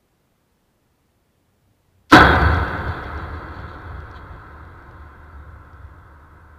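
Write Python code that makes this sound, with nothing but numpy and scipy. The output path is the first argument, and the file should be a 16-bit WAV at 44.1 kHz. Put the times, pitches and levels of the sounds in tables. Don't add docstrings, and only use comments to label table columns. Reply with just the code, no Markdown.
import sys
import numpy as np
from scipy import signal
from scipy.fft import rfft, irfft, next_fast_len
from scipy.io import wavfile
from scipy.ndimage import uniform_filter1d, map_coordinates

SR = 44100
rng = np.random.default_rng(int(sys.argv[2]) if len(sys.argv) > 2 else 0)


def digitize_waveform(pressure):
    field = np.atleast_2d(pressure).T
    bounded = np.clip(field, -1, 1)
    quanta = np.round(bounded * 32767).astype(np.int16)
    wavfile.write(sys.argv[1], SR, quanta)


N = 290398
HIT_S = 2.1215


def amp(db):
    return 10 ** (np.asarray(db) / 20)


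def unit(x):
    return x / np.sqrt(np.mean(x ** 2) + 1e-20)


def clock():
    return np.arange(N) / SR


def curve(rows):
    return np.interp(clock(), *np.transpose(rows))


def wobble(rate):
    return map_coordinates(rng.standard_normal(256), [clock() * rate], mode="wrap")


def swells(rows):
    t = clock()
    return sum(amp(db) * np.exp(-.5 * ((t - s) / length) ** 2) for s, length, db in rows)


def since_hit(rise):
    age = np.maximum(clock() - HIT_S, 0)
    return age, 1 - np.exp(-age / rise)


def settling(age, hold, fall_db):
    return -fall_db * np.log10(1 + age / hold)


def filtered(x, response):
    size = next_fast_len(len(x) + 8192, real=True)
    spectrum = rfft(x, size) * response(np.fft.rfftfreq(size, 1 / SR))
    return irfft(spectrum, size)[:len(x)]


def coloured(x, points):
    f, db = np.transpose(points)
    return unit(filtered(x, lambda hz: amp(np.interp(np.log(hz + 1), np.log(f), db))))


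def contacts(rate, scatter_db):
    struck = rng.random(N) < rate / SR
    return struck * rng.choice([-1, 1], N) * amp(scatter_db * rng.standard_normal(N))


def wire_modes(spacing_hz, thin_hz, scatter_db):
    hz = np.fft.rfftfreq(2 * next_fast_len(N // 2 + 1, real=True), 1 / SR)
    is_mode = rng.random(len(hz)) < hz[1] / (spacing_hz * (1 + (hz / thin_hz) ** 2))
    size = amp(scatter_db * rng.standard_normal(len(hz)))
    phase = np.exp(2j * np.pi * rng.random(len(hz)))
    return hz, is_mode * size * phase


# frequency in Hz, relative level in dB per Hz.
AIR_TONE = [(10, -21), (25, -6), (85, -3), (200, -6), (450, -12), (1000, -17.5), (2700, -25.5), (6000, -31),
            (10000, -32), (14500, -31.5)]
BREEZE_S, BREEZE_RISE_S, LULL_DB = 1.3, 0.11, -12.5
GUST_DB, GUSTS_PER_S = 2, 7


def field(air_db, breeze_db):
    rumble_tone = [(25, -22.5), (60, -3.5), (90, 4.0), (140, -8.5), (1500, -91)]  # (Hz, relative dB)
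    rumble = coloured(rng.standard_normal(N), rumble_tone)
    rise_db = curve([(BREEZE_S, LULL_DB), (BREEZE_S + BREEZE_RISE_S, 0)])
    gusts_db = rise_db + GUST_DB * wobble(GUSTS_PER_S)
    air = amp(air_db) * coloured(rng.standard_normal(N), AIR_TONE)
    return air + amp(breeze_db + gusts_db) * rumble


# frequency in Hz, relative level in dB per Hz.
LINK_TONE = [(300, -30), (1200, -8), (2500, -1), (3500, 1), (4600, 0), (5700, -1), (6200, -12), (8000, -19),
             (15000, -26)]
LEAD_IN_S = 2.095


def lead_in(level_db, rise):
    t = clock()
    gain = (1 - np.exp(-np.maximum(t - LEAD_IN_S, 0) / rise)) * (t < HIT_S)
    return amp(level_db) * gain * coloured(contacts(rate=9800, scatter_db=2), LINK_TONE)


# frequency in Hz, relative level in dB per Hz.
CRASH_TONE = [(20, -51.5), (60, -23), (200, -16), (300, 13.5), (450, -8), (900, -3), (1450, 4.5),
              (2300, -25), (4300, -12.5), (6500, -34), (15000, -45)]
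# time in seconds, relative level in dB.
STRAND_SNAPS = [(2.124, -4), (2.133, -6), (2.138, -2), (2.151, -6), (2.1642, -4.5)]


def crash(level_db, t60, onset_db, onset_s):
    t = clock()
    force = amp(onset_db) * np.exp(-((t - HIT_S) / onset_s) ** 2)
    for s, db in STRAND_SNAPS:
        snap = (t > s) * amp(db - 60 * np.abs(t - s) / t60)
        force = np.hypot(force, snap)
    return amp(level_db) * force * coloured(contacts(rate=6500, scatter_db=3.5), CRASH_TONE)


def thud(level_db, pitch_hz, t60):
    age, swell = since_hit(rise=0.028)
    return amp(level_db - 60 * age / t60) * swell * np.sin(2 * np.pi * pitch_hz * age)


# centre in Hz, width in Hz, relative level in dB,
# hold in seconds, fall in dB per tenfold time.
MESH_BANDS = [(146, 141, -17, 0.18, 33), (322, 124, -14, 0.12, 31.5), (508, 258, -15, 0.17, 34),
              (740, 95, -12, 0.15, 39.5), (884, 120, -20.5, 0.17, 37.5), (1028, 201, -13, 0.11, 28.5),
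              (1310, 203, -9.5, 0.085, 28.5), (1517, 210, -7, 0.096, 32.5), (1666, 160, -18.5, 0.11, 34),
              (1977, 230, -17.5, 0.093, 32), (2422, 790, -22.5, 0.12, 35.5),
              (3392, 350, -18.5, 0.078, 36.5), (3840, 300, -23.5, 0.092, 38.5), (4410, 700, -22, 0.091, 39)]


def mesh(edge):
    hz, modes = wire_modes(spacing_hz=1.6, thin_hz=1214, scatter_db=0)
    age, swell = since_hit(rise=0.015)
    out = np.zeros(N)
    for centre, width, db, hold, fall_db in MESH_BANDS:
        passband = 1 / (1 + np.abs(2 * (hz - centre) / width) ** edge)
        ringing = unit(irfft(modes * passband)[:N])
        out += ringing * amp(db + settling(age, hold, fall_db))
    return wandering(out) * swell


def wandering(x):
    hz, _, z = signal.stft(x, SR, nperseg=1024)
    drift = uniform_filter1d(rng.standard_normal(z.shape), size=2, axis=0)
    drift = unit(uniform_filter1d(drift, size=9, axis=1))
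    depth_db = np.interp(hz, [1500, 3200], [0, 3.5])[:, None]
    return signal.istft(z * amp(depth_db * (drift - .3)), SR, nperseg=1024)[1][:N]


# pitch in Hz, relative level in dB, seconds to fade by 60 dB.
NEAR_STRANDS = [(164.2, -2.5, 2), (311, -2, 0.6), (426, -16, 4.3), (541, -4.5, 1), (739, -4.5, 1.1),
                (981, -6, 1.5), (1200, -7, 1.9), (1310, 7.5, 0.54), (1485, -3, 1.9), (1530, -2.5, 1.3),
                (1620, -10, 1), (1918, -14, .9), (2990, -14, .4), (3304, -9, 0.66), (3900, -29.5, 0.89)]


def strands(level_db):
    age, swell = since_hit(rise=0.00572)
    start = round(HIT_S * SR)
    t, out = age[start:], np.zeros(N)
    for hz, db, t60 in NEAR_STRANDS:
        split_hz = rng.uniform(2, 6)
        beat = np.cos(2 * np.pi * split_hz * t)
        note = np.sin(2 * np.pi * (hz * t + rng.random()))
        out[start:] += amp(db - 60 * t / t60) * beat * note
    return amp(level_db) * swell * out


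# frequency in Hz, relative level in dB per Hz.
PANEL_TONE = [(20, -44.5), (42, -23), (60, -9), (75, 2.5), (90, -4.5), (115, -13), (170, -21.5),
              (600, -120)]
# frequency in Hz, relative level in dB per Hz.
SLACK_TONE = [(8, -52), (20, -11), (32, 5), (50, -3), (80, -41), (300, -120)]
# time in seconds, half length in seconds,
# relative level in dB.
RETURNING_WAVES = [(2.45, 0.029, -18), (2.55, 0.061, -21), (2.88, 0.031, -23.5), (3.96, 0.06, -33.5),
                   (4.33, 0.031, -35.5), (5.54, 0.075, -41), (5.83, .04, -42)]
SWAY_DB, SWAY_HOLD_S, SWAY_FALL_DB = -19.5, 0.52, 30.5
SWAY_FLUTTER_DB, SWAY_FLUTTERS_PER_S = 2.5, 8


def shudder(level_db, evenness, slack_db, slack_fall_db):
    wave = signal.hilbert(coloured(rng.standard_normal(N), PANEL_TONE))
    strength = np.sqrt(np.abs(uniform_filter1d(np.abs(wave) ** 2, size=SR // 16)))
    steadier = unit(wave.real / strength ** evenness)
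    age, swell = since_hit(rise=0.027)
    flutter_db = SWAY_FLUTTER_DB * wobble(SWAY_FLUTTERS_PER_S)
    fading = amp(SWAY_DB + settling(age, SWAY_HOLD_S, SWAY_FALL_DB) + flutter_db)
    passing = amp(level_db) * np.hypot(fading, swells(RETURNING_WAVES)) * steadier
    slack = amp(slack_db - slack_fall_db * age) * coloured(rng.standard_normal(N), SLACK_TONE)
    return swell * (passing + slack)


def fretting(sizzle_db, clink_db, hold, fall_db):
    age, swell = since_hit(rise=.01)
    sizzle = rng.standard_normal(N)
    t = clock()[:SR // 50]
    scrape = rng.standard_normal(len(t)) * amp(-60 * t / 0.0076)
    knocks = contacts(rate=90, scatter_db=2)
    clinks = coloured(signal.fftconvolve(knocks, scrape)[:N], LINK_TONE)
    rubbing = amp(sizzle_db) * sizzle + amp(clink_db) * clinks
    return swell * amp(settling(age, hold, fall_db)) * rubbing


# time in seconds, half length in seconds,
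# relative level in dB.
LINK_FLURRIES = [(2.27, 0.033, -36.5), (2.498, 0.037, -40.5), (2.917, 0.043, -50), (3.58, 0.04, -53.5),
                 (4.165, .016, -49)]
# frequency in Hz, relative level in dB per Hz.
BUZZ_TONE = [(600, -30), (1500, -2), (2900, -7), (3350, 3.5), (3650, -2), (3950, 5), (4700, -4),
             (5000, -27.5), (6900, -14.5), (8000, -29.5), (15000, -28.5)]
FLURRY_DB, FLURRY_FALL_DB_PER_S = -43.5, 11
FLURRY_SWING_DB, FLURRIES_PER_S = 2.6, 14


def chatter(level_db, t60, ring_db):
    t = clock()[:SR // 4]
    age, swell = since_hit(rise=.05)
    swing_db = FLURRY_SWING_DB * wobble(FLURRIES_PER_S)
    lesser = swell * amp(FLURRY_DB - FLURRY_FALL_DB_PER_S * age + swing_db)
    flurry = np.hypot(swells(LINK_FLURRIES), lesser)
    modes = wire_modes(spacing_hz=7, thin_hz=3000, scatter_db=2)[1]
    wire = irfft(modes)[:SR // 4] * amp(-60 * t / t60)
    knocks = flurry * unit(contacts(rate=900, scatter_db=3))
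    ring = signal.fftconvolve(knocks, wire / np.linalg.norm(wire))[:N]
    rung = knocks + amp(ring_db) * ring
    return amp(level_db) * np.std(knocks) * coloured(rung, BUZZ_TONE)


# time in seconds, relative peak in dB.
LOUD_TICKS = [(2.2657, -38), (2.3563, -37.5), (2.4184, -38), (2.5454, -41), (2.57, -39.5), (2.6813, -47),
              (2.8825, -47), (3.0404, -46), (3.1767, -51), (3.3707, -58), (4.0032, -53), (4.1128, -50.5),
              (4.8234, -61), (4.9113, -55.5), (5.7323, -59)]
SMALL_TICKS_PER_S, SMALL_TICK_SCATTER_DB = 7, 2
SMALL_TICK_DB, SMALL_TICK_HOLD_S, SMALL_TICK_FALL_DB = -42.5, .35, 26.5


def ticks(level_db, t60):
    out, t = np.zeros(N + SR), np.arange(SR // 20) / SR
    span = N / SR - HIT_S
    ages = rng.uniform(0, span, round(SMALL_TICKS_PER_S * span))
    peaks = SMALL_TICK_DB + settling(ages, SMALL_TICK_HOLD_S, SMALL_TICK_FALL_DB)
    peaks += rng.normal(0, SMALL_TICK_SCATTER_DB, len(ages))
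    for s, db in [*LOUD_TICKS, *zip(HIT_S + ages, peaks)]:
        burst = coloured(rng.standard_normal(len(t)), LINK_TONE) * amp(-60 * t / t60)
        out[round(s * SR):][:len(t)] += amp(db + level_db) * burst / np.max(np.abs(burst))
    return out[:N]


def scene():
    air = field(air_db=-64.5, breeze_db=-66.5)
    faint_noise = lead_in(level_db=-35.5, rise=0.008)
    blow = crash(level_db=-1.5, t60=0.072, onset_db=-16.5, onset_s=0.006)
    blow += thud(level_db=6.0, pitch_hz=301.0, t60=0.098)
    ring = mesh(edge=3.08) + strands(level_db=-13)
    sway = shudder(level_db=0.5, evenness=0.604, slack_db=-45, slack_fall_db=3.5)
    rattle = fretting(sizzle_db=-39, clink_db=-40, hold=.15, fall_db=32)
    rattle += chatter(level_db=-2.0, t60=0.094, ring_db=1)
    clicks = ticks(level_db=7, t60=.015)
    return (air + faint_noise + blow + ring + sway + rattle + clicks)[None]


TOP_HZ = 15300


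def record(dry, ceiling=0.95):
    clipped = np.clip(dry[0], -ceiling, ceiling)
    return filtered(clipped, lambda hz: hz < TOP_HZ)[None]


dry = scene()
out = record(dry)
digitize_waveform(out)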